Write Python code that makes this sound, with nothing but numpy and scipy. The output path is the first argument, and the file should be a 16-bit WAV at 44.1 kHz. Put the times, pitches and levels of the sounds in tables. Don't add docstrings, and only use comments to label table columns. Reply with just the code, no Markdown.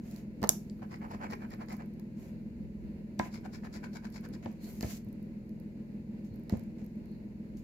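import sys
import numpy as np
from scipy import signal
from scipy.fft import rfft, irfft, next_fast_len
from scipy.io import wavfile

SR = 44100
rng = np.random.default_rng(int(sys.argv[2]) if len(sys.argv) > 2 else 0)


def int16_out(signal):
    q = np.round(np.clip(np.atleast_2d(signal).T, -1, 1) * 32767)
    wavfile.write(sys.argv[1], SR, q.astype(np.int16))


def boost_factor(decibels):
    exponent = np.asarray(decibels, float) / 20
    return 10 ** exponent


N = 336483
SIZE = next_fast_len(N + SR // 2)
TIME = np.arange(N) / SR

# multiple_of_cycle, level_db (rms)
ENGINE_ORDERS = [(6, -60), (9, -68), (12, -69), (15, -65.5), (18, -58), (21, -76), (24, -54.0), (27, -66.5),
                 (28, -75.5), (29, -57.5), (30, -47.5), (31, -59), (32, -60.5), (33, -49.5), (35, -59.5),
                 (36, -73), (41, -74.5), (42, -72.5), (45, -65.5), (47, -62.5), (48, -70.5)]
# pitch_hz, level_db_per_hz
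AIR_SPECTRUM = [(40, -88), (60, -81), (130, -80.5), (215, -73.5), (330, -81), (600, -90.5), (700, -100),
                (1000, -102), (1170, -110), (2150, -104), (2750, -108), (3200, -116), (4300, -117),
                (5800, -126)]
# pitch_hz, level_db_per_hz
HISS_SPECTRUM = [(3000, -135), (5800, -128), (6800, -123), (8580, -133), (12000, -128), (15000, -131),
                 (17000, -140)]
# pitch_hz, likeness (-1 to 1)
AIR_LIKENESS = [(50, -0.073), (110, 0.76), (200, 0.89), (330, 0.91), (640, 0.33), (1000, -0.084),
                (1410, -0.29), (3100, -.09), (7000, -0.18)]
# middle_s, length_s, level_db
TRAFFIC_SWELLS = [
    (0.855, 0.93, -63),
    (1.19, 0.17, -63.5),
    (2.202, .2, -64.5),
    (2.726, 0.4, -46.5),
    (3.513, 0.34, -53),
    (4.155, 0.41, -54.5),
    (4.91, .3, -50),
    (5.65, .2, -65.5),
    (6.504, 0.72, -59),
    (7.62, .15, -50.5),
]
# pitch_hz, t60_s
ROOM_T60 = [(200, 0.21), (1000, 0.3), (5000, 0.22), (14000, 0.21)]
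# middle_s, length_s, level_db, brightness_db, body_db
DRAGS = [
    (1.24, 1.05, -89, 8, 0.5),
    (3.93, 1.22, -88, 4, 3),
    (.13, 0.18, -69.5, -1.5, 2.5),
    (3.24, 0.085, -65, -6, 10),
    (4.662, 0.09, -69, 5, 2),
    (4.732, 0.076, -70, 5, 1.5),
    (4.87, 0.1, -58, -1, -3),
    (4.935, .085, -58, -1, -7),
    (4.79, .05, -72, 3, 0),
    (2.241, 0.14, -74.5, -0.5, 5.5),
]
# start_s, level_db, fade_db_per_s, brightness_db, body_db
SKIDS = [
    (.5, -59.5, 157, 2.5, -13.5),
    (1.715, -62, 297, -5.5, -4.5),
    (3.2, -66.5, 900, -6, 9.5),
    (4.424, -69, 130, -13, 11.5),
    (6.24, -72.5, 269.5, -3.5, -4),
    (6.499, -68, 102.5, -8.5, 8.5),
    (6.78, -76, 89, -9, 5.5),
    (7.565, -71, 202.5, -2, -10),
]
# pitch_hz, level_db_per_hz
SLIDE_SPECTRUM = [(1100, -30), (1880, -14), (2600, -8), (3200, -4), (4200, -7), (5670, -4), (6760, 0),
                  (7600, -4), (8500, -16.5), (11000, -39.5), (18700, -120)]
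# pitch_hz, level_db_per_hz
SHEEN_SPECTRUM = [(5000, -34), (8500, -9), (10600, -3.5), (12800, -0.5), (15000, -3.5), (16000, -10.5)]
# pitch_hz, level_db_per_hz
BODY_SPECTRUM = [(410, -30.5), (700, -1.5), (760, -16.5), (999, -12), (1190, -18), (2400, -15), (3200, -28),
                 (4160, -43), (7040, -120)]
# middle_s, length_s, level_db
RUBS = [
    (4.66, 0.12, -67),
    (7.12, .2, -79.5),
    (6.33, .15, -81.5),
]
# start_s, pitch_hz, peak_db, t60_s, left_right_db
PINGS = [(.4393, 900, -21, .016, -6), (.4415, 480, -26, .04, -9), (.4305, 700, -30, .025, -8),
         (.4455, 1250, -32, .02, -6), (.497, 3500, -54, .08, 0), (.698, 4800, -52, .012, 0),
         (3.197, 760, -24, .022, 0), (3.1985, 2050, -33, .018, 3), (3.199, 1600, -36, .04, 3),
         (4.644, 2000, -58, .015, 0), (4.809, 2600, -42, .008, 0), (4.836, 2300, -46, .015, 0),
         (6.4965, 1930, -48, .025, 0), (6.4965, 4300, -48, .01, 0), (6.55, 900, -50, .04, 0),
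         (6.817, 2000, -61, .02, 0), (.793, 1200, -58, .02, 0), (3.456, 750, -42, .04, 0),
         (.821, 760, -46, .04, 0), (3.742, 1700, -50, .02, 0), (3.647, 1300, -50, .02, 0),
         (3.833, 1500, -50, .02, 0), (1.513, 1850, -50, .02, 0), (1.705, 2050, -45, .02, 0),
         (4.459, 1000, -46, .04, 0)]
# start_s, peak_db, body_db (over the peak), left_right_db
TICKS = [(.112, -46, 1.5, -1), (.162, -49, 2, -13), (.417, -50, 4, 8), (.4196, -54, 8, 0),
         (.4288, -30, -2, -2), (.439, -44, 14.5, 0.5), (.4444, -41, 7, 12), (.4732, -38, -1, -0.5),
         (.698, -65, 16.5, 10.5), (1.115, -52, -4, 7), (1.311, -45, -8, 4), (1.66, -55, -6, -4),
         (1.696, -46, -7, -5), (1.727, -43, -4, 11), (1.9971, -47, -3, 4.5), (3.1927, -41, 13, 3.5),
         (4.127, -54, 0, -2.5), (4.2537, -52, 0, -1), (4.332, -58, 4, 0), (4.427, -60, 3, 0),
         (3.41, -57, -9, 0), (.96, -58, 5, 0), (4.447, -56, -8, -9), (4.5156, -57, 0, -14),
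         (4.527, -59, -10.5, -13), (4.622, -66, -3.5, -20.5), (4.6444, -54, 0.5, -18), (4.809, -38, 6, 4),
         (4.8265, -34.5, 3, 1.5), (6.496, -42, 3, -10.5), (6.523, -50, 0, -5.5), (7.058, -58.5, -2.5, -5),
         (7.5936, -54, -10.5, -0.5)]
# start_s, peak_db
CRACKLES = [(1.353, -53), (1.5054, -51), (1.5463, -53), (1.7673, -48.5), (1.86, -55.5), (1.938, -54),
            (4.102, -49), (4.1235, -56), (4.2096, -52), (4.2883, -47.5), (5.047, -55), (5.0868, -53),
            (5.128, -51.5), (5.228, -55.5), (5.4933, -53.5), (5.6, -52.5), (6.341, -55), (6.359, -52.5),
            (6.397, -57.5), (6.4358, -58), (6.5713, -48), (6.5953, -47), (6.6366, -54), (6.845, -55),
            (6.863, -50), (6.957, -63), (7.1165, -59.5)]
# start_s, peak_db
GRIT = [(3.3694, -57), (3.4572, -59.5), (3.626, -64), (3.652, -61), (3.7276, -62), (3.7402, -54),
        (3.8457, -58), (4.7744, -62), (6.7844, -65.5), (7.5717, -62)]
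# start_s, knock_db, thud_db, clatter_db, softness_hz (lower is softer)
BLOWS = [(.4208, -28, -36, -38, 500), (0.429, -31, -48, -36, 2470), (0.439, -26, -50, -33, 2750),
         (0.445, -41, -41, -51, 2000), (0.4483, -38.5, -60, -40.5, 1210), (0.4931, -50, -56, -34, 1500),
         (0.794, -60, -52.5, -62, 1480), (0.82, -43, -40, -51, 1100), (1.995, -55, -63.5, -58, 2500),
         (3.1963, -27.5, -49, -31, 2600), (4.459, -31.5, -43, -36, 1180), (4.468, -35.5, -45.5, -47, 710),
         (4.809, -40, -60, -53, 4000), (4.83, -28.5, -64, -40.5, 1510), (4.837, -44, -56.5, -46, 3520),
         (4.845, -28, -28, -44.5, 790), (5.065, -45, -36.5, -61, 400), (6.312, -53, -34, -72, 410),
         (6.497, -51, -62.5, -50, 4140), (6.5248, -17, -29, -44, 295), (6.5353, -20, -51, -37, 300),
         (6.552, -51, -45, -51.5, 1500), (6.568, -42, -33, -49.5, 600), (6.817, -52, -38.5, -53, 399)]
# pitch_hz, level_db, t60_s
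TABLE_MODES = [(222.3, -1.5, 0.074), (328, 1.5, 0.011), (623, -6, 0.06), (1290, -21.5, 0.0077),
               (1770, -6, 0.021), (2037, -8.5, 0.03)]
# pitch_hz, level_db, t60_s
THUD_MODES = [(77, -16.5, .1), (109.5, -4.5, 0.15), (145, -6, .08)]
# pitch_hz, level_db, t60_s
CARD_RING_MODES = [(345, -6, .1), (694, -9, .06), (937, -8, .07), (1007, -3, .12), (1200, -12, .05),
                   (1450, -10, .03), (1680, -8, .04), (1900, -6, .025), (2190, -2, .03), (2420, -13, .02)]
# pitch_hz, level_db, t60_s
SNAP_MODES = [(3900, -25, .006), (4670, -14, 0.0031), (5194, -23.5, .008), (6364, -14.5, 0.0067),
              (7010, 6, 0.0038), (8500, 3, .003), (9900, -3, 0.0077), (11370, 4.5, 0.0051),
              (13100, -14, 0.0052), (15000, -14, .005)]
# middle_s, length_s, rasp_db, tearing_db (over the rasp), card_mode_hz (under the coin)
STROKES = [(.836, .047, -58, -11, 1580), (.94, .092, -53.5, -8, 2100), (1.042, .076, -53.5, -12, 1650),
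           (1.138, .079, -51.5, -7, 1750), (1.239, .085, -47, -12, 1500), (1.329, .053, -46.5, -8, 1900),
           (1.43, .079, -54.5, -12, 1600), (1.53, .061, -52.5, -7, 1850), (1.62, .065, -50.5, -12, 1700),
           (1.718, .068, -49.5, -7, 2050), (1.811, .073, -56.5, -12, 1640), (3.357, .086, -58, 0, 2300),
           (3.457, .044, -55, -6, 1500), (3.555, .069, -55.5, -1, 1870), (3.656, .051, -51, -7, 1750),
           (3.76, .063, -51, -1, 2000), (3.852, .052, -51.5, -6, 1500), (3.96, .058, -54.5, -1, 1600),
           (4.057, .066, -54, -5, 1630), (4.163, .065, -53.5, 0, 2100), (4.249, .048, -52, -6, 1550),
           (4.35, .039, -57, -1, 1950)]
# pitch_hz, level_db_per_hz
RASP_SPECTRUM = [(290, 3), (500, 0.5), (822, -8.5), (1010, -1.5), (1170, -3), (1550, -3.5), (1990, -6),
                 (2200, -7), (3200, -14), (4160, -67), (7040, -120)]
# pitch_hz, level_db_per_hz
BITE_SPECTRUM = [(1760, -42.5), (3000, -29), (3310, -3), (5140, -2), (6090, -5.5), (7510, -2),
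                 (8050, -18.5), (8760, -5), (9730, -23), (10500, -9), (11800, -12.5), (13500, -18),
                 (16000, -14.5)]
# pitch_hz, width_hz, upper_patch_db, lower_patch_db, extra_on_push_db
CARD_MODES = [
    (787.1, 193, 6, -1, -3),
    (1006.7, 26, -10, -12, 6),
    (2250, 142, -8, -8, 3),
]
# pitch_hz, width_hz, level_db
MICROPHONE = [
    (1147, 120, -4.5),
    (3250, 1800, -5),
    (4380, 1000, 5.5),
    (8670, 1200, -7.5),
]


def rms_one(x):
    return x / np.sqrt(np.mean(x ** 2) + 1e-20)


def at_hz(points, hz):
    return np.interp(np.log(hz + 1), np.log(np.array(points)[:, 0]), np.array(points)[:, 1])


def coloured(x, spectrum):
    gain = boost_factor(at_hz(spectrum, np.fft.rfftfreq(SIZE, 1 / SR)))
    return irfft(rfft(x, SIZE) * gain, SIZE)[..., :N]


def drift(rate):
    r = np.exp(-80 * np.pi * rate / SR)
    slow = signal.lfilter([1], [1, -2 * r, r * r], rng.standard_normal(N // 40 + 2002))[2000:]
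    return np.interp(np.arange(N) / 40, np.arange(len(slow)), rms_one(slow))


def hump(middle, width, squareness):
    out = np.zeros(N)
    near = slice(max(round((middle - 6 * width) * SR), 0), round((middle + 6 * width) * SR))
    out[near] = np.exp(-.5 * np.abs((TIME[near] - middle) / width) ** squareness)
    return out


def ring(clicks, modes):
    out = 0
    for hz, db, t60 in modes:
        r, w = boost_factor(-60 / (t60 * SR)), 2 * np.pi * hz / SR
        out = out + signal.lfilter([0, boost_factor(db) * np.sin(w)], [1, -2 * r * np.cos(w), r * r], clicks + 1e-18)
    return out


def resonance(x, hz, width_hz):
    r = np.exp(-np.pi * width_hz / SR)
    poles = [1, -2 * r * np.cos(2 * np.pi * hz / SR), r * r]
    return signal.lfilter([(1 - r * r) / 2, 0, (r * r - 1) / 2], poles, x)


def grains(per_s, spread_db):
    sizes = boost_factor(spread_db * np.minimum(rng.exponential(1, N), 5)) * rng.choice([-1, 1], N)
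    return rms_one(sizes * (rng.random(N) < per_s / SR))


def left_right(pan_db):
    return np.array([[pan_db / 2], [-pan_db / 2]])


def ports(x, left_late_s, pan_db):
    left = np.interp(TIME - left_late_s, TIME, x)
    return np.array([left * boost_factor(pan_db / 2), x * boost_factor(-pan_db / 2)])


def engine():
    cycle_hz, crest_s = 6.878, -.0119
    wall_mode_hz, wall_half_width_hz, wall_lag = 235, 12, 1.5
    turn = 2 * np.pi * cycle_hz * (TIME - crest_s + .0001 * drift(1.0))
    order, db = np.transpose(ENGINE_ORDERS)
    lag = wall_lag * (np.arctan((order * cycle_hz - wall_mode_hz) / wall_half_width_hz) + np.pi / 2)
    hum = sum(boost_factor(level) * np.cos(k * turn - late) for k, level, late in zip(order, db, lag))
    return -np.sqrt(2) * hum * boost_factor(.5 * drift(1.5))


def air():
    rumble_bed_db = -64.5
    mid, side = rfft(rng.standard_normal((2, N)), SIZE)
    alike = np.clip(at_hz(AIR_LIKENESS, np.fft.rfftfreq(SIZE, 1 / SR)), -.9, .99)
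    pair = irfft(np.sqrt(1 + alike) * mid + np.sqrt(1 - alike) * side * [[1], [-1]], SIZE)[:, :N]
    per_hz = np.sqrt(SR / 2)
    hiss = coloured(rng.standard_normal((2, N)), HISS_SPECTRUM) * boost_factor(5.5)
    low = signal.sosfilt(signal.butter(2, [50, 85], "band", fs=SR, output="sos"), pair)
    swell = boost_factor(rumble_bed_db - 6)
    for middle, length, db in TRAFFIC_SWELLS:
        swell = swell + boost_factor(db - 8.5) * hump(middle, 0.56 * length, 2)
    return per_hz * (coloured(pair, AIR_SPECTRUM) * boost_factor(drift(6)) + hiss) + swell * rms_one(low)


def room(x):
    t, tail = TIME[:SR // 2], 0
    for hz in 150 * 2. ** np.arange(7):
        edges = [hz / np.sqrt(2), hz * np.sqrt(2) * (1 + 0.1 * (hz > 9000))]
        band = signal.butter(2, edges, "band", fs=SR, output="sos")
        noise = signal.sosfilt(band, rng.standard_normal((2, len(t))))
        tail = tail + noise * boost_factor(-60 * t / at_hz(ROOM_T60, hz))
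    tail = tail * np.clip(t / .007, 0, 1)
    tail = tail / np.sqrt(np.sum(tail ** 2) / 2)
    return irfft(rfft(x, SIZE) * rfft(tail, SIZE), SIZE)[:, :N]


def sliding():
    drag_width, drag_squareness, skid_attack_s = .45, 4.0, .006
    gains = np.zeros((3, N))
    for middle, length, db, bright_db, body_db in DRAGS:
        shape = hump(middle, drag_width * length, drag_squareness)
        gains += shape * boost_factor(db + np.array([[0], [bright_db], [body_db]]))
    for s, db, fade, bright_db, body_db in SKIDS:
        shape = np.clip((TIME - s) / skid_attack_s, 0, 1) * boost_factor(-fade * np.abs(TIME - s))
        gains += shape * boost_factor(db + np.array([[0], [bright_db], [body_db]]))
    friction = np.array([grains(9000, 3.3), grains(9000, 3.3)])
    out = 0
    for colour, gain in zip((SLIDE_SPECTRUM, SHEEN_SPECTRUM, BODY_SPECTRUM), gains):
        out = out + rms_one(coloured(friction, colour)) * gain * boost_factor(1.5 + 1.5 * drift(48))
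    return out


def rubbing():
    rub_hz, rub_width_hz = 4200, 700
    gain = sum(boost_factor(db) * hump(middle, 0.28 * length, 1.8) for middle, length, db in RUBS)
    hiss = resonance(rng.standard_normal((2, N)), rub_hz, rub_width_hz)
    return gain * rms_one(resonance(hiss, rub_hz, rub_width_hz))


def crackles():
    out, t = np.zeros((2, N)), TIME[:160]
    bright = signal.butter(2, [10200, 14800], "band", fs=SR, output="sos")
    body = signal.butter(2, [3400, 7800], "band", fs=SR, output="sos")
    thin = [(s, db, -9, -10) for s, db in CRACKLES]
    dull = [(s, db, 6, 3) for s, db in GRIT]
    rows = TICKS + thin + dull
    for (s, db, body_db, pan_db), noise in zip(rows, rng.standard_normal((len(rows), 2, 160))):
        burst = noise * np.exp(-t / .0009)
        top, low = signal.sosfilt(bright, burst), signal.sosfilt(body, burst)
        tick = top / np.abs(top).max() + low / np.abs(low).max() * boost_factor(body_db)
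        i = round(s * SR)
        out[:, i:i + 160] += tick * boost_factor(db + 0.5 + left_right(pan_db))
    return out


def pings():
    out, t = np.zeros((2, N)), TIME[:6000]
    for s, hz, db, t60, pan_db in PINGS:
        i = round(s * SR)
        out[:, i:i + 6000] += boost_factor(db - 60 * t / t60 + left_right(pan_db)) * np.sin(2 * np.pi * hz * t)
    return out


def blows():
    loose_ring_db, pinned_ring_db = -27.5, 5
    pinned_from_s, pinned_to_s = 3.1, 3.3
    edge_db, edge_db_per_octave, edge_s = -10.5, 4.5, .0012
    push, clatter, t = np.zeros((3, N)), np.zeros((2, N)), TIME[:3000]
    edge = signal.butter(2, [1400, 2900], "band", fs=SR, output="sos")
    noises = rng.standard_normal((len(BLOWS), 2, 3000))
    for (s, knock_db, thud_db, clatter_db, soft_hz), noise in zip(BLOWS, noises):
        pinned = pinned_from_s < s < pinned_to_s
        ring_db = clatter_db + (pinned_ring_db if pinned else loose_ring_db)
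        contact = t * np.exp(-2 * np.pi * soft_hz * t)
        i = round(s * SR)
        push[:, i:i + 3000] += boost_factor(np.array([[knock_db], [thud_db], [ring_db]])) * contact / contact.sum()
        hard_db = clatter_db + edge_db + edge_db_per_octave * np.log2(soft_hz / 1000)
        hard_edge = signal.sosfilt(edge, noise * np.exp(-t / edge_s))
        clatter[:, i:i + 3000] += boost_factor(hard_db + 14.5) * hard_edge
        band = signal.butter(2, [380, 700 + 0.14 * soft_hz], "band", fs=SR, output="sos")
        rattle = noise * (1 - np.exp(-t / .0007)) * (np.exp(-t / .0035) + .15 * np.exp(-t / .014))
        clatter[:, i:i + 3000] += boost_factor(clatter_db + 19.5) * signal.sosfilt(band, rattle)
    knock, thud, card = push
    low = ring(thud, THUD_MODES) + ring(knock, TABLE_MODES[:2])
    upper = ring(knock, TABLE_MODES[2:]) + ring(card, CARD_RING_MODES)
    return -low - ports(upper, 0.0011, -0.18) + clatter * boost_factor([[-2.5], [2.5]])


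def snap():
    snap_s, snap_db = .4919, -14
    clicks, i = np.zeros(N), round(snap_s * SR)
    clicks[i + np.array([0, 6, 13, 37, 50, 62])] = np.array([.4, 0.72, .6, 0.33, 0.076, 0.44])
    return ports(boost_factor(snap_db) * ring(clicks, SNAP_MODES), 16 / SR, -6.5)


def scraping():
    patch_change_s = 2.5
    push_tear_lead_s, pull_tear_share = .006, .8
    stroke_pan_db, pan_per_bite = 5, 0.54
    contact_width_hz, contact_db = 220, 6.5
    tear_hz, tear_width_hz, tear_db = 5220, 880, -5

    rasp_gain, bite_gain, pan_db, pushing = np.zeros((4, N))
    for k, (middle, length, rasp_db, bite_db, _) in enumerate(STROKES):
        is_push = k % 2
        if is_push:
            tear = hump(middle - push_tear_lead_s, .31 * length, 2.6)
        else:
            tear = hump(middle, .31 * length * pull_tear_share, 2.6)
        speed = hump(middle, 0.3 * length, 2.3)
        rasp_gain += speed * boost_factor(rasp_db)
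        bite_gain += tear * boost_factor(rasp_db + bite_db)
        pan_db += speed * (stroke_pan_db + pan_per_bite * bite_db)
        pushing += is_push * hump(middle + .015, .045, 4)

    lower = TIME > patch_change_s
    chatter = boost_factor(3.0 * drift(90))
    left_late_s = np.where(lower, .00127, .00054) + .00008 * drift(3.6)
    shared = ports(grains(2500, 3.6), left_late_s, 0)
    own = np.array([grains(4000, 3), grains(4000, 3)])
    catches = chatter * (shared + np.where(lower, 1.2, .8) * own)

    rasp = rms_one(coloured(catches, RASP_SPECTRUM)) * rasp_gain
    shake = boost_factor(-26) * ring(rms_one(catches.sum(axis=0)) * rasp_gain, THUD_MODES)
    contact = np.zeros((2, N))
    for middle, _, _, _, hz in STROKES:
        span = slice(round((middle - .05) * SR), round((middle + .05) * SR))
        window = signal.windows.tukey(span.stop - span.start, .5)
        contact[:, span] += resonance(rasp[:, span], hz, contact_width_hz) * window
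    card = 0
    for hz, width_hz, upper_db, lower_db, push_db in CARD_MODES:
        mode_db = 12.5 + 2.7 * drift(7) + push_db * pushing + np.where(lower, lower_db, upper_db)
        card = card + resonance(rasp, hz, width_hz) * boost_factor(mode_db)
    rasp = rasp * 1.53 + boost_factor(contact_db) * contact + card

    tearing = 1.3 * catches + rng.standard_normal((2, N)) * boost_factor(2.5 * drift(120))
    bite = rms_one(coloured(tearing, BITE_SPECTRUM)) * bite_gain
    bite = bite + boost_factor(tear_db) * pushing * resonance(bite, tear_hz, tear_width_hz)
    return (rasp + bite) * boost_factor(pan_db * [[.5], [-.5]] - 3.5) + shake


def scene():
    slide = sliding() + rubbing()
    ticks = crackles()
    knocks = blows() + pings()
    crack = snap()
    scrape = scraping()
    send = boost_factor(-9.5) * scrape + boost_factor(-10.5) * knocks + boost_factor(-12) * crack + boost_factor(-11.5) * ticks + boost_factor(-7) * slide
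    return scrape + knocks + crack + ticks + slide + room(send.mean(axis=0)) + engine() + air()


def top_cut(x):
    return signal.sosfilt(signal.butter(12, 17030, fs=SR, output="sos"), x)


def record(dry):
    for hz, width_hz, db in MICROPHONE:
        dry = dry + (boost_factor(db) - 1) * resonance(dry, hz, width_hz)
    dry = signal.sosfilt(signal.butter(6, 40, "high", fs=SR, output="sos"), dry)
    mix = signal.sosfilt(signal.cheby2(10, 60, 17000, fs=SR, output="sos"), np.clip(dry, -1, 1))
    return top_cut(mix)


dry = scene()
out = record(dry)
int16_out(out)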